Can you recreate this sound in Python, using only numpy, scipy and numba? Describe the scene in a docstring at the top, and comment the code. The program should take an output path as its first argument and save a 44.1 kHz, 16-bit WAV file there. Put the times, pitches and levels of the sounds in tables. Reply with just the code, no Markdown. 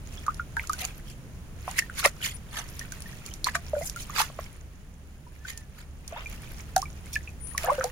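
"""A low outdoor rumble and a faint trickle, then close plops: a hand net on a bamboo pole is dipped,
swept and lifted through a shallow muddy stream. Trapped air rings as plops, gulps and slaps, falling
drops tick on the surface, and the mesh tears the water into fizzing splashes and trickles after each
stroke. Faint whistles, two knocks of the pole and a far hum sit behind the water.
The two microphone ports colour the treble differently."""
import sys
import numpy as np
from scipy import signal
from scipy.fft import rfft, irfft, next_fast_len
from scipy.io import wavfile
from scipy.ndimage import uniform_filter1d
from numba import njit

SR = 44100
rng = np.random.default_rng(int(sys.argv[2]) if len(sys.argv) > 2 else 0)


def dump_mix(stems):
    """Bounce the given channels to the path in sys.argv[1] as a 16-bit WAV at rate SR."""
    frames = np.atleast_2d(stems).T  # one column per channel
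    limited = np.clip(frames, -1, 1)  # hard clip at full scale
    pcm = np.round(limited * 32767).astype(np.int16)
    wavfile.write(sys.argv[1], SR, pcm)


N = 348831
TIME = np.arange(N) / SR


def undb(db):
    """Decibels to gain."""
    return 10 ** (np.asarray(db) / 20)


def unit(x):
    """Scale to an rms of 1."""
    return x / np.sqrt(np.mean(x ** 2))


def band(x, low_hz, high_hz, order=2):
    """Causal band-pass."""
    edges_hz = [low_hz, min(high_hz, .45 * SR)]
    return signal.sosfilt(signal.butter(order, edges_hz, "band", fs=SR, output="sos"), x)


def colour(x, points):
    """Minimum-phase EQ through (pitch_hz, gain_db) points, so that attacks stay sharp."""
    size = 2 * next_fast_len(N // 2 + 4096)
    hz, db = np.transpose(points)
    bins_hz = np.arange(size // 2 + 1) * SR / size
    gain = undb(np.interp(np.log(bins_hz + 1), np.log(hz), db))
    cepstrum = irfft(np.log(gain))
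    cepstrum[1:size // 2] *= 2
    cepstrum[size // 2 + 1:] = 0
    return irfft(rfft(x, size) * np.exp(rfft(cepstrum)))[..., :N]


def wander(rate_hz):
    """Smooth random modulation with an rms near 1."""
    hold = int(SR / rate_hz)
    steps = np.repeat(rng.standard_normal(N // hold + 1), hold)
    return unit(uniform_filter1d(steps, hold)[:N])


def add(out, start_s, x):
    """Mix a short sound into both ports."""
    start = max(int(start_s * SR), 0)
    out[:, start:start + x.shape[-1]] += x[..., :max(N - start, 0)]


def ring(hz, t60_s, rise=0, build_cycles=0.6):
    """A damped tone that builds over its first cycles and glides by the share `rise` as it dies."""
    t = TIME[:int(1.2 * t60_s * SR)]
    turns = hz * (t + rise * t ** 2 / (2 * t60_s))
    decay = np.exp(-np.log(1000) * t / t60_s)
    return np.sin(2 * np.pi * turns) * decay * (1 - np.exp(-turns / build_cycles))


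def noise_tail(length, t60_s, low_hz, high_hz):
    """A dense decay of reflections, different at each port."""
    tail = rng.standard_normal((2, length)) * np.exp(-np.log(1000) * TIME[:length] / t60_s)
    return band(tail / np.linalg.norm(tail, axis=1, keepdims=True), low_hz, high_hz)


def reflected(x, t60_s, low_hz, wet_db):
    """Add close reflections, new for each spot on the water, keeping the sound's energy."""
    paths = undb(wet_db) * noise_tail(SR // 25, t60_s, low_hz, SR / 2)
    paths[:, 0] += 1  # the direct path
    heard = signal.fftconvolve(np.atleast_2d(x), paths, axes=1)
    dry_size = np.linalg.norm(x, axis=-1, keepdims=True)
    return heard * dry_size / np.linalg.norm(heard, axis=1, keepdims=True)


def outdoors(gain_db=3, side_db=-10, wide_db=-3, wide_hz=900):
    """Open air: a low rumble near the centre, under a faint wide hiss."""
    # tone of the air: pitch_hz, gain_db
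    air = [(20, -11), (38, 1.5), (53, -5), (72, -3), (92, -8), (140, -8.5), (220, -15.5), (330, -22.5),
           (600, -27.5), (1500, -39), (4000, -54.5), (15000, -51.5)]
    # fader ride of the air: time_s, level_db
    rumble = [(0.0, -42), (1.12, -43.5), (4.07, -43), (5.08, -48.5), (6.2, -46.5), (6.4, -42), (7.9, -45.5)]
    mid, side = colour(rng.standard_normal((2, N)), air)
    side = undb(side_db) * side + undb(wide_db) * band(side, wide_hz, 15000)
    ride_db = np.interp(TIME, *np.transpose(rumble))
    return np.array([mid + side, mid - side]) / np.std(mid) * undb(ride_db + gain_db)


def hum(pitch_hz=71.1, drift=0.02494, waver_db=3):
    """A faint, far hum wanders in pitch and wavers in level, dead centre."""
    # partials of the hum: harmonic, level_db
    partials = [(1, -48.5), (2, -60)]
    phase = 2 * np.pi * np.cumsum(pitch_hz * (1 + drift * wander(3))) / SR
    return sum(undb(db) * unit(undb(waver_db * wander(5.5)) * np.sin(harmonic * phase))
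               for harmonic, db in partials)


@njit
def tiny_bubbles(starts, hz, cycles, gains):
    """Each tiny bubble rings for its number of cycles, rising a little in pitch."""
    out = np.zeros(N)
    for k in range(len(starts)):
        length = int(cycles[k] * SR / hz[k])
        for i in range(min(length, N - starts[k])):
            age = i / length
            phase = 2 * np.pi * cycles[k] * age * (1 + .04 * age)
            out[starts[k] + i] += gains[k] * np.exp(-6 * age) * np.sin(phase)
    return out


def froth(per_s, low_hz, high_hz, cycles, scatter_db, lag_s=.00025):
    """A cloud of small bubbles, a few much louder than the rest; each reaches one port a little sooner."""
    # tone of the spray: pitch_hz, gain_db
    spray = [(400, 10), (1300, 5.5), (2200, 0.5), (3000, -5.5), (3900, -7.5), (6500, -9.5), (10000, -9.5),
             (15000, -6.5)]
    when, pitch, life, luck, place = rng.random((int(per_s * N / SR), 5)).T
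    hz = (np.sqrt(low_hz) + pitch * (np.sqrt(high_hz) - np.sqrt(low_hz))) ** 2
    turns = cycles * (.5 + life) * np.sqrt(hz / low_hz)  # smaller bubbles ring for more cycles
    gains = np.sqrt(hz) * undb(-scatter_db * np.log(.01 + luck))
    lag = (place - .5) * lag_s * SR
    arrivals = [np.abs(when * N + side * lag).astype(np.int64) for side in (-1, 1)]
    cloud = np.array([tiny_bubbles(starts, hz, turns, gains) for starts in arrivals])
    return unit(colour(cloud, spray))


def mesh_flow(rise_s=0.1, drain_s=0.11, stream_db=-70.5):
    """The flow builds into each stroke, holds, then drains away to the stream's own trickle."""
    # strokes that set water running through the mesh: start_s, length_s, level_db
    strokes = [(0.178, 0.13, -56.5), (0.63, 0.23, -54), (1.698, 0.25, -54), (2.243, 0.053, -53),
               (2.76, 0.51, -53.5), (3.5, 0.96, -56), (3.976, 0.22, -55), (4.24, 0.17, -60),
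               (5.442, 0.088, -59), (6.18, 0.4, -52.5), (6.69, 0.57, -58.5), (7.59, .3, -48)]
    flow = undb(stream_db)
    for start_s, length_s, db in strokes:
        outside = np.maximum((start_s - TIME) / rise_s, (TIME - start_s - length_s) / drain_s)
        flow = np.maximum(flow, undb(db) * np.exp(-np.maximum(outside, 0)))
    return flow


def trickle(spurt_db=3):
    """Water drains through the mesh in spurts: soft fizz, small gurgles, pitched drips, fine droplets."""
    flow = mesh_flow() * undb(spurt_db * wander(24))
    fizz = undb(-2) * froth(per_s=9000, low_hz=2200, high_hz=16000, cycles=18, scatter_db=2.8)
    gurgle = undb(-5) * froth(per_s=1800, low_hz=800, high_hz=3400, cycles=14, scatter_db=2)
    drips = undb(-7) * froth(per_s=45, low_hz=1350, high_hz=3200, cycles=32, scatter_db=2.2)
    droplets = undb(-6) * froth(per_s=90, low_hz=5200, high_hz=13000, cycles=24, scatter_db=3.2)
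    return flow * (fizz + gurgle + drips + droplets)


def large_bubbles(wobble_db=2, gain_db=0.6, low_hz=450):
    """Trapped air rings for a set number of cycles, so low notes last longer."""
    # bubbles that stay under and nearly hold their pitch: start_s, pitch_hz, level_db
    plops = [(.178, 3340, -35.5), (.396, 1400, -22), (.567, 900, -27.5), (.568, 1562, -15.5),
             (.696, 1234, -16), (.7327, 1480, -26.5), (.822, 730, -32), (1.8215, 1830, -26.5),
             (2.226, 3070, -27), (2.812, 1814, -29), (2.921, 1510, -34.5), (3.058, 1810, -37.5),
             (3.314, 3080, -41), (3.5525, 1167, -21), (3.554, 677, -25.5), (3.7332, 598, -15),
             (3.752, 1450, -32), (3.765, 578, -17.5), (3.82, 2050, -34), (3.9608, 1386, -27.5),
             (4.201, 874, -14), (5.266, 970, -41.5), (5.449, 1480, -31.5), (6.259, 2350, -29.5),
             (6.7634, 756, -8), (6.855, 2310, -34), (7.1598, 1720, -17.5), (7.275, 2510, -32.5),
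             (7.548, 1112, -27.5), (7.675, 507, -20.5), (7.716, 580, -14.5), (7.782, 519, -13.5),
             (7.843, 490, -21.5)]
    # bubbles that climb to the surface and swoop upward: start_s, pitch_hz, level_db
    gulps = [(.2812, 1120, -12.5), (1.677, 683, -25), (2.029, 1250, -25), (2.051, 1068, -14.5),
             (3.812, 627, -23), (4.097, 1110, -29.5), (4.184, 1060, -20), (6.124, 623, -28),
             (6.162, 875, -30.5), (6.826, 1082, -25), (7.641, 642, -20.5), (7.665, 1554, -26),
             (7.684, 750, -13), (7.697, 1006, -11.5), (7.842, 693, -18.5)]
    # open pockets of air that close at once: start_s, pitch_hz, level_db
    slaps = [(.2645, 1350, -21), (.5955, 2120, -17), (1.679, 1020, -16), (1.7885, 1930, -7),
             (1.8975, 1510, -17.5), (2.0535, 1960, -3), (2.0592, 590, -8), (3.4437, 4520, -4.5),
             (3.4692, 1066, -6.5), (3.487, 1830, -14.5), (3.5523, 1640, -7.5), (4.217, 1150, -9.5),
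             (6.7634, 1450, -12.5), (7.156, 2470, -16), (7.579, 2020, -13), (7.81, 1430, -12.5),
             (7.842, 2000, -33)]
    out = np.zeros((2, N))
    for rows, cycles, rise, pinch_s in ((plops, 64, .061, .0013),
                                        (gulps, 54, .614, .0008),
                                        (slaps, 16.7, -.16, .00065)):
        for start_s, hz, db in rows:
            bubble = ring(hz, cycles / hz, rise, build_cycles=hz * pinch_s)
            add(out, start_s, undb(db) * reflected(bubble, t60_s=.056, low_hz=760, wet_db=-2))
    wobble = undb(gain_db + wobble_db * wander(230))  # loudness wobbles as the bubbles' shape does
    return band(out * wobble, low_hz, 18000, order=4)  # little lies below the largest bubble's pitch


def drop_ticks(touch_s=.001, crack_s=.0007, spatter_s=.03, spatter_db=-20, gain_db=-8, beads=3):
    """Each drop cracks the surface, throws fine spatter and leaves a few tiny ringing beads of air."""
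    # drops striking the surface: hit_s, level_db
    drops = [(.266, -29), (.345, -30.5), (.568, -28.5), (.673, -27.5), (0.696, -23), (.733, -19),
             (0.851, -17.5), (1.713, -25.5), (1.794, -15), (2.0589, -7), (2.258, -27), (2.282, -35),
             (2.794, -20.5), (2.922, -23.5), (3.022, -27), (3.263, -23.5), (3.339, -24.5), (3.4447, -14.5),
             (3.555, -19), (3.898, -19), (3.962, -26.5), (4.216, -13), (5.576, -25.5), (6.079, -24.5),
             (6.764, -8.5), (6.78, -21), (6.819, -20.5), (7.156, -22.5), (7.579, -12.5), (7.842, -15.5)]
    out = np.zeros((2, N))
    age = TIME[:SR // 20] - 10 * touch_s
    crack = np.exp(np.minimum(age / touch_s, -age / crack_s))
    spatter = np.exp(np.minimum(age / touch_s, -age / spatter_s))
    envelope = crack + undb(spatter_db) * spatter
    for hit_s, db in drops:
        gain = undb(db + gain_db)
        burst = envelope * rng.standard_normal((2, len(age)))
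        add(out, hit_s + age[0], gain * burst * np.std(envelope) / np.std(burst))
        for hz in 4000 + 8000 * (np.arange(beads) + rng.random(beads)) / beads:
            bead = reflected(ring(hz, t60_s=.007, build_cycles=2), t60_s=.018, low_hz=2000, wet_db=-2)
            add(out, hit_s, gain * rng.uniform(.44, 1) * bead)
    return band(out, 4000, 14000)


def splashes(gain_db=-1, surge_db=2.5, splash_top_hz=14000):
    """The net tears the water: dense froth swells and collapses, deeper when more air is dragged under."""
    # sheets of water breaking: crest_s, level_db, swell_s, fade_s, low_hz
    sheets = [(0.794, -38, 0.0043, 0.036, 1820), (.848, -34.5, 0.042, .009, 550),
              (1.1, -49.5, 0.031, .028, 2180), (1.701, -42, 0.033, 0.044, 646),
              (1.791, -20, .0092, 0.0044, 1720), (1.993, -30.5, .022, 0.028, 1460),
              (2.052, -17, 0.0087, 0.014, 520), (2.248, -29.5, 0.018, .036, 2000),
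              (2.586, -32.5, 0.041, 0.03, 700), (3.466, -31.5, .0074, 0.023, 735),
              (3.555, -25.5, 0.0062, 0.0061, 910), (3.872, -35, 0.04, .013, 5240),
              (4.013, -40, 0.019, 0.02, 3170), (4.188, -21.5, 0.02, 0.03, 975),
              (5.5, -37.5, .023, 0.019, 1800), (5.802, -49, 0.034, .029, 990),
              (7.136, -35.5, 0.0068, .019, 3530)]
    # the hoop churning under water: crest_s, level_db, high_hz
    churns = [(4.195, -39, 2630), (6.19, -38, 3240), (7.681, -28.5, 1680), (7.83, -34.5, 1920)]
    churn_shape = (.048, .035, 490)  # swell_s, fade_s, low_hz
    bursts = [(*row, splash_top_hz) for row in sheets]
    bursts += [(crest_s, db, *churn_shape, high_hz) for crest_s, db, high_hz in churns]
    foam = froth(per_s=5000, low_hz=400, high_hz=16000, cycles=19, scatter_db=2.9)
    foam *= undb(surge_db * wander(200))  # the mesh tears the water in quick surges
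    out = np.zeros((2, N))
    for crest_s, db, swell_s, fade_s, low_hz, high_hz in bursts:
        start = max(int((crest_s - 4 * swell_s) * SR), 0)
        end = int((crest_s + 6 * fade_s) * SR)
        age = TIME[start:end] - crest_s
        envelope = np.exp(-np.maximum(-age / swell_s, age / fade_s) ** 1.16)
        burst = envelope * band(foam[:, start:end], low_hz, high_hz, order=3)
        gain = undb(db + gain_db) * np.std(envelope) / np.std(burst)
        add(out, start / SR, gain * reflected(burst, t60_s=.025, low_hz=1497, wet_db=-5))
    return out


def whistles(flutter_db=2):
    """Faint, thin whistles arch up and down in pitch, fluttering in level."""
    # whistled notes: start_s, length_s, pitch_hz, bend_hz, level_db
    notes = [(2.335, 0.036, 9150, 700, -47), (5.371, 0.31, 1660, 168.5, -58),
             (7.396, 0.13, 9470, 292, -46.5), (7.453, 0.12, 9540, 900, -48.5)]
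    out = np.zeros((2, N))
    for start_s, length_s, hz, bend_hz, db in notes:
        arch = np.sin(np.linspace(0, np.pi, int(length_s * SR)))
        phase = 2 * np.pi * np.cumsum(hz + bend_hz * arch) / SR
        add(out, start_s, undb(db) * arch * np.sin(phase))
    return out * undb(flutter_db * (wander(380) + .5))


def pole_knocks():
    """The wet pole bumps and rings briefly."""
    # dull knocks: start_s, level_db
    knocks = [(4.3, -34), (4.3897, -21)]
    # resonances of the pole: pitch_hz, level_db, t60_s
    modes = [(640, 6.5, 0.016), (1100, -1.5, 0.02), (1380, -28, .012)]
    out = np.zeros((2, N))
    for start_s, db in knocks:
        for hz, mode_db, t60_s in modes:
            add(out, start_s, undb(db + mode_db) * ring(hz, t60_s))
    return out


def bank_echo(x, wet_db=-19):
    """The banks return a faint, short wash."""
    tail = noise_tail(SR // 3, t60_s=.13, low_hz=500, high_hz=9000)
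    return undb(wet_db) * signal.fftconvolve(x, tail, axes=1)[:, :N]


def scene():
    """The water close by, its echo off the banks, the open air and a far hum."""
    close = large_bubbles() + drop_ticks() + splashes() + trickle() + pole_knocks() + whistles()
    return close + bank_echo(close) + outdoors() + hum()


def record(dry, top_hz=15800):
    """Each microphone port has its own treble peaks and notch; the top is cut off steeply."""
    # EQ of the two ports: pitch_hz, left_db, right_db
    ports = [(885, -2.5, -1.5), (2970, 7.5, 9), (5240, 2.5, 10), (5400, 8, 9.5), (6920, -18, 14),
             (7480, -3, 7), (8950, 7, -3.5), (9630, 13, -15), (11160, 3.5, -39), (11640, 2, 1),
             (14400, -1.5, 3.5)]
    hz, left_db, right_db = np.transpose(ports)
    left = colour(dry[0], np.column_stack([hz, left_db]))
    right = colour(dry[1], np.column_stack([hz, right_db]))
    high_cut = signal.ellip(10, .2, 80, top_hz, fs=SR, output="sos")
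    return signal.sosfilt(high_cut, np.array([left, right]))


dry = scene()
out = record(dry)
dump_mix(out)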